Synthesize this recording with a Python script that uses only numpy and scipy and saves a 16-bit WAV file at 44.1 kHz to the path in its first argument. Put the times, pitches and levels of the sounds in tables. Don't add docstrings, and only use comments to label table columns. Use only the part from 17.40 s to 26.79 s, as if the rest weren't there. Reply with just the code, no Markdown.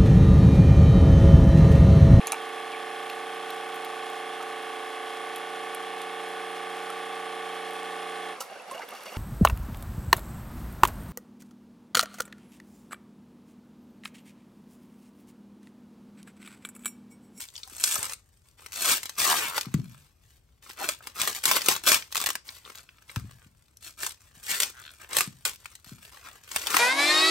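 import sys
import numpy as np
from scipy import signal
from scipy.fft import rfft, irfft
from scipy.io import wavfile
from scipy.ndimage import uniform_filter1d

SR = 44100
rng = np.random.default_rng(int(sys.argv[2]) if len(sys.argv) > 2 else 0)


def store_wav(level_fs):
    pcm = np.round(np.clip(np.atleast_2d(level_fs), -1, 1) * 32767)
    wavfile.write(sys.argv[1], SR, pcm.T.astype(np.int16))


N = 414099
TIME = np.arange(N) / SR


def amp(db):
    return 10 ** (np.asarray(db) / 20)


def unit(x):
    return x / np.sqrt(np.mean(x ** 2) + 1e-20)


def read(points, hz):
    f, value = np.transpose(points)
    return np.interp(np.log(hz + 1), np.log(f + 1), value)


def add(mix, s, sound):
    part = mix[max(round(s * SR), 0):][:len(sound)]
    part += sound[:len(part)]


def wander(per_s):
    knots = rng.standard_normal(N)
    return unit(np.interp(TIME * per_s, np.arange(N), knots))


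def colour(x, points, size=16384):
    gain = amp(read(points, abs(np.fft.fftfreq(size, 1 / SR))))
    minimum_phase = np.exp(np.conj(signal.hilbert(np.log(gain))))
    taps = np.fft.ifft(minimum_phase).real[:size // 2]
    return signal.oaconvolve(x, taps / np.linalg.norm(taps))[:N]


def high_pass(x, hz):
    return signal.sosfilt(signal.butter(2, hz, "highpass", fs=SR, output="sos"), x)


def resonate(x, hz, width):
    turn = np.exp(2j * np.pi * np.cumsum(hz) / SR)
    r = np.exp(-np.pi * width / SR)
    smoothed = signal.lfilter([1], [1, -r], x / turn + 1e-18)
    return np.sqrt(2 * (1 - r * r)) * (turn * smoothed).imag


def background(level_db=-64):
    # pitch_hz [Hz], relative_level_db [dB]
    floor = [(18, -33), (45, 2), (80, 5), (120, -1.5), (180, -12), (500, -21.5), (3000, -37),
             (16000, -41.5)]
    return amp(level_db) * np.array([colour(rng.standard_normal(N), floor) for part in range(2)])


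def stroke(rise_s, hold_s, swell_db, sag_db_per_s, release_db_per_s):
    t = TIME[:SR]
    swell = swell_db * np.minimum(t / max(rise_s, 1 / SR) - 1, 0)
    sag = sag_db_per_s * np.maximum(t - rise_s, 0)
    release = release_db_per_s * np.maximum(t - rise_s - hold_s, 0)
    return amp(swell - sag - release)


def handling(hold_db=-74.5, hold_hollow_db=-3):
    # start_s [s], build_up_s [s], hold_s [s], level_db [dB], hollow_db [dB]
    rips = [(0.0, 0.0014, 0.0015, -34, -15), (0.377, 0.097, 0.058, -30, -12),
            (0.521, 0.025, 0.16, -39, 0.5), (1.331, 0.16, 0.047, -23, -8.5),
            (1.772, 0.03, 0.125, -22, -7.5), (1.908, 0.016, 0.17, -29, -2),
            (2.13, 0.033, 0.008, -29.5, -3.5), (3.371, 0.066, 0.011, -34.5, 5),
            (3.473, 0.022, 0.014, -35, -6), (3.748, 0.055, 0.097, -29.5, -3),
            (3.929, 0.027, 0.019, -35.5, -8), (4.031, .035, 0.1, -23.5, -4.5),
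            (4.214, 0.084, 0.027, -26, -4.5), (4.461, 0.0087, 0.079, -20.5, -5),
            (4.765, 0.023, 0.13, -40, -8), (6.407, 0.039, 0.033, -42, -11.5),
            (6.571, 0.05, 0.046, -35, -5.5), (7.029, 0.089, 0.044, -29, -10.5),
            (7.175, 0.046, 0.016, -28, -5), (7.703, 0.056, 0.058, -31.5, -5.5),
            (8.05, 0.0045, 0.0144, -28, -6.5), (8.838, 0.022, 0.0071, -55.5, 15.5),
            (9.075, 0.085, 0.084, -36, -7), (9.213, 0.13, 0.038, -28.5, 0)]
    # start_s [s], length_s [s], level_db [dB], hollow_db [dB]
    rustles = [(0.042, 0.047, -57.5, -9), (0.131, 0.14, -55.5, -5.5), (0.29, 0.1, -50.5, -4),
               (1.041, 0.053, -67.5, -1), (1.169, 0.13, -58, 3.5), (1.572, 0.2, -51, -5.5),
               (2.22, 0.16, -57.5, 2), (2.427, 0.23, -61, -3), (2.81, .035, -64, -7),
               (2.873, 0.087, -65.5, -9), (3.221, .11, -52, -2), (3.616, 0.066, -52.5, 2.5),
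               (4.429, .03, -35.5, -2.5), (4.603, 0.062, -55, -7), (4.702, 0.013, -50, -4.5),
               (5.044, 0.11, -48.5, -5.5), (5.239, 0.058, -51, 1.5), (5.343, 0.039, -53.5, -1.5),
               (5.46, 0.26, -66.5, 1.5), (5.672, 0.11, -54, -1), (5.825, 0.23, -65.5, 2),
               (6.153, 0.14, -73.5, -5.5), (6.794, 0.075, -58.5, -1.5), (6.94, .09, -56, -3),
               (7.337, 0.22, -58, 0.5), (7.593, 0.012, -52, 7.5), (7.688, 0.063, -46.5, 7.5),
               (7.863, 0.17, -60.5, -3.5), (8.177, 0.17, -59, -6.5), (8.451, 0.095, -53, -5.5),
               (8.607, 0.061, -53, -2.5), (8.712, 0.24, -54.5, 4), (9.023, 0.07, -55, -2)]
    moves = []
    for s, build, hold, level_db, hollow_db in rips:
        gain = stroke(build, hold, swell_db=18, sag_db_per_s=31.5, release_db_per_s=305)
        moves.append((s, gain, level_db, hollow_db))
    for s, length, level_db, hollow_db in rustles:
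        gain = stroke(.01, length, swell_db=17, sag_db_per_s=6.5, release_db_per_s=197.5)
        moves.append((s, gain, level_db, hollow_db))
    fibre_power = np.full(N, amp(hold_db) ** 2)
    leaf_power = np.full(N, amp(hold_db + hold_hollow_db) ** 2)
    for s, gain, level_db, hollow_db in moves:
        add(fibre_power, s, (gain * amp(level_db)) ** 2)
        add(leaf_power, s, (gain * amp(level_db + hollow_db)) ** 2)
    return 10 * np.log10(fibre_power), 10 * np.log10(leaf_power / fibre_power)


def crackle(per_s, spread_db, ring_s):
    size = unit(amp(spread_db * np.minimum(rng.exponential(1, N), 3.5)))
    breaks = rng.random(N) < per_s / SR
    energy = size ** 2 * breaks * SR / per_s
    keep = np.exp(-2 / (ring_s * SR))
    envelope = np.sqrt(signal.lfilter([1 - keep], [1, -keep], energy))
    return envelope * rng.standard_normal(N)


def tearing(breaks_per_s=2800, rate_growth=.9, clump_db=1.5, sway_db=1.2,
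            rub_db=-8, rub_growth=0.2, own_pops=1.0):
    level_db, hollow_db = handling()
    force_db = level_db + 28
    rate = np.clip(breaks_per_s * amp(rate_growth * force_db), 90, 14000)
    rub = amp(rub_db - rub_growth * force_db)
    clumps = unit(amp(clump_db * wander(per_s=260) + sway_db * wander(per_s=68)))
    fibres = crackle(rate, spread_db=4.0, ring_s=0.00036) + rub * rng.standard_normal(N)
    pops = crackle(rate / 4, spread_db=1.0, ring_s=0.00015) + rub * rng.standard_normal(N)
    leaf = (fibres + own_pops * pops) / np.hypot(1, own_pops)
    strength = clumps * amp(level_db) / np.hypot(1, rub)
    return strength * np.array([fibres, leaf * amp(hollow_db)])


def popping(cycles=2.8, breadth=1.52, click_db=-17):
    # start_s [s], level_db [dB], pitch_hz [Hz]
    folds = [(.087, -51, 4800), (0.155, -48, 4400), (.164, -45, 4470), (.179, -48, 4470),
             (.233, -43.5, 4530), (0.5608, -37.5, 970), (3.309, -50, 2010), (3.606, -54, 1170),
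             (4.624, -43.5, 3230), (5.09, -42.5, 3100), (5.251, -53, 3000), (5.35, -55, 2600),
             (5.375, -55, 2730), (5.393, -56, 2240), (5.49, -53.5, 2200), (5.621, -65, 1690),
             (5.695, -50, 2730), (6.371, -55, 7100), (8.256, -43.5, 1670), (9.343, -26, 1430),
             (9.368, -23.5, 1660)]
    out, t = np.zeros(N), TIME[:1024]
    for s, level_db, hz in folds:
        kick = rng.standard_normal(len(t)) * np.exp(-t * hz / cycles)
        band = signal.butter(2, [hz / breadth, hz * breadth], "bandpass", fs=SR, output="sos")
        note = unit(signal.sosfilt(band, kick))
        add(out, s, amp(level_db) * (note + amp(click_db) * unit(kick)))
    return out


def creaking(width=270, overtone=2.33, overtone_width=650, swell_db=8):
    # start_s [s], end_s [s], slips_per_s [1/s], level_db [dB], pitch_hz [Hz], overtone_db [dB]
    creaks = [(0.263, 0.288, 245, -54.5, 540, -12), (1.446, 1.51, 210, -33.5, 1160, -17),
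              (1.847, 1.964, 77, -27, 1135, -32), (2.005, 2.082, 128, -42.5, 1140, 5.5),
              (2.085, 2.189, 92, -40.5, 1230, -20), (3.406, 3.436, 220, -34.5, 810, -16),
              (7.078, 7.181, 210, -38.5, 1870, -6), (7.333, 7.42, 127, -53.5, 1490, -9),
              (7.419, 7.513, 73, -55.5, 1510, 3)]
    out, drift = np.zeros(N), 1 + .045 * wander(per_s=70)
    for start, end, rate, level_db, hz, overtone_db in creaks:
        pace = drift[round(start * SR):round(end * SR)]
        slips = np.diff(np.floor(np.cumsum(rate * pace) / SR + .5), prepend=0)
        pressure = np.sin(np.pi * np.linspace(0, 1, len(pace)) ** np.sqrt(2))
        jerks = unit(slips * amp(swell_db * pressure + rng.standard_normal(len(pace))))
        jerks = np.pad(jerks, (0, 600))
        note = hz * np.pad(abs(pace) ** .5, (0, 600), "edge")
        low_mode = resonate(jerks, note, width)
        high_mode = resonate(jerks, overtone * note, overtone_width)
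        add(out, start, amp(level_db) * (low_mode - amp(overtone_db) * high_mode))
    return out


def bumps(push_s=0.0059, sag=2.5, sag_s=0.0048, tap_db=-34):
    # start_s [s], level_db [dB], settled_pitch_hz [Hz]
    blows = [(.318, -51, 191), (0.584, -40, 85), (2.266, -31, 112), (2.342, -15, 104.2),
             (2.389, -31, 110.7), (5.767, -21.5, 70.6), (5.845, -36, 93), (6.062, -45, 85.6),
             (6.97, -50, 90), (7.873, -32.5, 108), (8.467, -46, 85.5), (8.517, -36.5, 117)]
    # pitch_hz [Hz], level_db [dB], t60_s [s to fall 60 dB]
    colander = [(80, -14, 0.15), (129, -11, 0.27), (212, -23, 0.2), (250, -20, 0.19), (366, -35, 0.17)]
    out, t = np.zeros(N), TIME[:SR // 2]
    for s, level_db, hz in blows:
        turns = np.cumsum(hz * (1 + sag * np.exp(-t / sag_s))) / SR
        push = (t / push_s * np.exp(1 - t / push_s)) ** 2 * np.sin(2 * np.pi * turns)
        ring = sum(amp(db - 60 * t / t60) * np.sin(2 * np.pi * f * t) for f, db, t60 in colander)
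        ring = ring * (1 - np.exp(-t / push_s))
        dull_noise = unit(signal.lfilter([1], [1, -.93], rng.standard_normal(len(t))))
        tap = amp(tap_db) * dull_noise * np.exp(-t / .012)
        add(out, s, amp(level_db) * (push + ring + tap))
    return out


def snapping(rise_s=0.00014, fall_s=0.00037, splinter_db=-19, splinter_s=0.0057, span_s=0.0049, thinning=0.21):
    # [dB, leaf over fibre]
    snaps = [(0.439, -18.5, -14), (0.5557, -27.5, -18), (0.7221, -38.5, 0), (0.734, -34, -32),
             (1.262, -41, 2.5), (1.3212, -39, -18), (1.569, -32.5, -20), (1.6318, -30, -8),
             (1.6565, -32, -6), (1.6946, -32.5, -6.5), (1.788, -31, -3), (2.1797, -26, 5.5),
             (2.2109, -27.5, -19), (2.341, -34.5, 0), (3.4893, -20.5, -4.5), (3.6712, -34.5, 0),
             (3.8014, -36, -12), (3.8161, -20, -30), (3.875, -21.5, -5), (4.0384, -26.5, -20),
             (4.055, -16, -20), (4.1131, -18.5, 1), (4.1669, -23, 3), (4.2182, -26, -31), (4.261, -24, -26),
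             (4.2853, -13.5, -0.5), (4.3634, -28, -3), (4.469, -25.5, 2), (4.518, -15, -1.5),
             (4.544, -15.5, -27), (4.725, -31.5, -11), (4.748, -29.5, -1), (4.7556, -25, 0.5),
             (4.768, -22, -23.5), (4.777, -24, -5), (4.802, -30.5, -3), (4.8146, -28, -0.5),
             (4.824, -31.5, -3), (4.84, -28.5, 0.5), (4.861, -20.5, -22.5), (4.869, -24, -0.5),
             (4.8894, -26.5, -1), (4.9034, -26, -2.5), (4.954, -28.5, -1), (5.7604, -37.5, 10),
             (6.6323, -30.5, 1.5), (6.665, -28, -4.5), (7.202, -18.5, -15), (7.2323, -22, -22),
             (7.7683, -18, -3), (7.786, -18.5, -7.5), (7.8076, -19.5, -0.5), (8.0524, -22, -11),
             (8.258, -42, -18), (8.3531, -41.5, -14), (8.445, -48, -5), (9.1616, -22, 0.5),
             (9.27, -23, -7.5), (9.367, -18.5, -2)]
    fibre, leaf, t = np.zeros(N), np.zeros(N), TIME[:1024]
    decay = np.exp(-t / fall_s) + amp(splinter_db) * np.exp(-t / splinter_s)
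    shape = (1 - np.exp(-t / rise_s)) ** 2 * decay
    bass = np.fft.rfftfreq(len(t), 1 / SR) < 800
    for s, level_db, hollow_db in snaps:
        spectrum = rfft(rng.standard_normal(len(t)) * shape)
        spectrum /= np.sqrt(uniform_filter1d(abs(spectrum) ** 2, size=90))
        spectrum *= amp(bass * np.clip(thinning * (level_db + 14), -10, 0))
        burst = irfft(spectrum)[:len(t) // 2] * np.sqrt(span_s * SR) * amp(level_db)
        add(fibre, s, burst)
        add(leaf, s, burst * amp(hollow_db))
    return np.array([fibre, leaf])


def husk(crisp_db=-4.0, flex_db=-3, cup_db=-17.0, cup_width=380, bending=0.045):
    # time_s [s], cup_pitch_hz [Hz], crispness_db [dB]
    cup = [(0, 1210, 2.5), (0.597, 1230, 7), (1.95, 1142, -4.5), (5, 1191, -3.5), (6.599, 1784, 1),
           (7.8, 1740, 1), (8.4, 1300, -1.5), (9.35, 1480, -3.5)]
    # pitch_hz [Hz], relative_level_db [dB]
    fibre_spectrum = [(110, -10.5), (350, -20), (550, -14.5), (800, -13.5), (1500, 1.5), (2200, 3),
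                      (3000, 4.5), (4500, 3), (6500, 2), (8800, 1.5), (11500, 2.5), (14000, -1.5),
                      (15800, -3)]
    # pitch_hz [Hz], relative_level_db [dB]
    flex_spectrum = [(150, -11.5), (380, -5), (600, -4), (790, -7), (1080, 0.5), (1600, -1), (2600, -3),
                     (9000, -22.5)]
    # pitch_hz [Hz], relative_level_db [dB]
    crisp_spectrum = [(2000, -37.5), (3800, -10.5), (5500, -1.5), (8500, 6), (15800, -8)]
    fibre, leaf = tearing() + snapping()
    s, hz, crispness_db = np.transpose(cup)
    note = np.interp(TIME, s, hz) * (1 + bending * wander(per_s=22))
    hollow = high_pass(amp(cup_db) * resonate(leaf, note, cup_width) + creaking(), hz=836)
    skin = fibre * rng.choice([-1, 1], N)
    edge = amp(crisp_db + np.interp(TIME, s, crispness_db)) * colour(skin, crisp_spectrum)
    body = colour(fibre, fibre_spectrum) + amp(flex_db) * colour(leaf, flex_spectrum)
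    return high_pass(body, hz=128) + edge + hollow + popping()


def echo_pattern(near_db, near_s, room_db):
    # pitch_hz [Hz], t60_s [s to fall 60 dB]
    room_t60 = [(80, 0.63), (200, 0.41), (600, 0.17), (7000, 0.23), (15000, 0.07)]
    t = TIME[:SR // 3]
    taps = rng.standard_normal((2, len(t)))
    near = taps[:, ::-1] * np.exp(-t / near_s) * (t > .0007)
    hz, when, z = signal.stft(taps * (1 - np.exp(-t / .008)), SR, nperseg=256)
    decay = amp(-60 * when / read(room_t60, hz)[:, None])
    tail = signal.istft(z * decay, SR, nperseg=256)[1][:, :len(t)]
    near = near / np.linalg.norm(near, axis=1, keepdims=True)
    tail = tail / np.linalg.norm(tail, axis=1, keepdims=True)
    return amp(near_db) * near + amp(room_db) * tail


def kitchen(x, near_db, near_s, room_db, size=1536, count=29):
    patterns = [echo_pattern(near_db, near_s, room_db) for k in range(count)]
    common, unlike = x.copy(), np.zeros(N)
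    window = signal.windows.cosine(2 * size)
    for k, i in enumerate(range(0, N, size)):
        piece = x[i:i + 2 * size]
        faded = piece * window[:len(piece)]
        echoes = signal.fftconvolve(faded[None], patterns[k % count], axes=1)
        add(common, i / SR, echoes[0])
        add(unlike, i / SR, echoes[1])
    return np.array([common, unlike])


def scene():
    # pitch_hz [Hz], unlike_gain_db [dB]
    unlike_gain = [(60, -18), (250, -7), (550, 1.5), (1200, -3), (6000, 0), (8500, -24.5), (16000, -21.5)]
    peel = kitchen(husk(), near_db=-3.0, near_s=0.0033, room_db=-15.5)
    thuds = kitchen(bumps(), near_db=-15.5, near_s=0.016, room_db=-16.0)
    common, unlike = amp(-1.5) * peel + thuds + background()
    unlike = irfft(rfft(unlike) * amp(read(unlike_gain, np.fft.rfftfreq(N, 1 / SR))), N)
    return np.array([common + unlike, common - unlike])


def record(dry, lag_hz=8450, turn_hz=3550, edge_hz=15900):
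    # pitch_hz [Hz], left_over_right_db [dB], left_lead_rad [rad, before the treble lag]
    port_pair = [(100, 3, .1), (1300, 3, 0.066), (2160, 2.5, -1.5), (3280, 2, 1.14), (5370, 5, -0.19),
                 (7100, 3.5, -1.59), (7200, 6.5, 1.4), (7800, 0, -0.1)]
    hz = np.fft.rfftfreq(N, 1 / SR)
    f, *columns = np.transpose(port_pair)
    balance_db, lead = (np.interp(hz, f, c) for c in columns)
    lead = lead - 2 * np.pi * np.maximum(hz - lag_hz, 0) / turn_hz
    left = amp(balance_db / 2)
    right = amp(-balance_db / 2) * np.exp(-1j * lead)
    ports = irfft(rfft(dry) * np.array([left, right]), N)
    ports = ports / (1 + (ports / .85) ** 4) ** .25
    band_limit = signal.firwin(255, edge_hz, window=("kaiser", 8), fs=SR)
    return signal.oaconvolve(ports, band_limit[None], "same")


dry = scene()
out = record(dry)
store_wav(out)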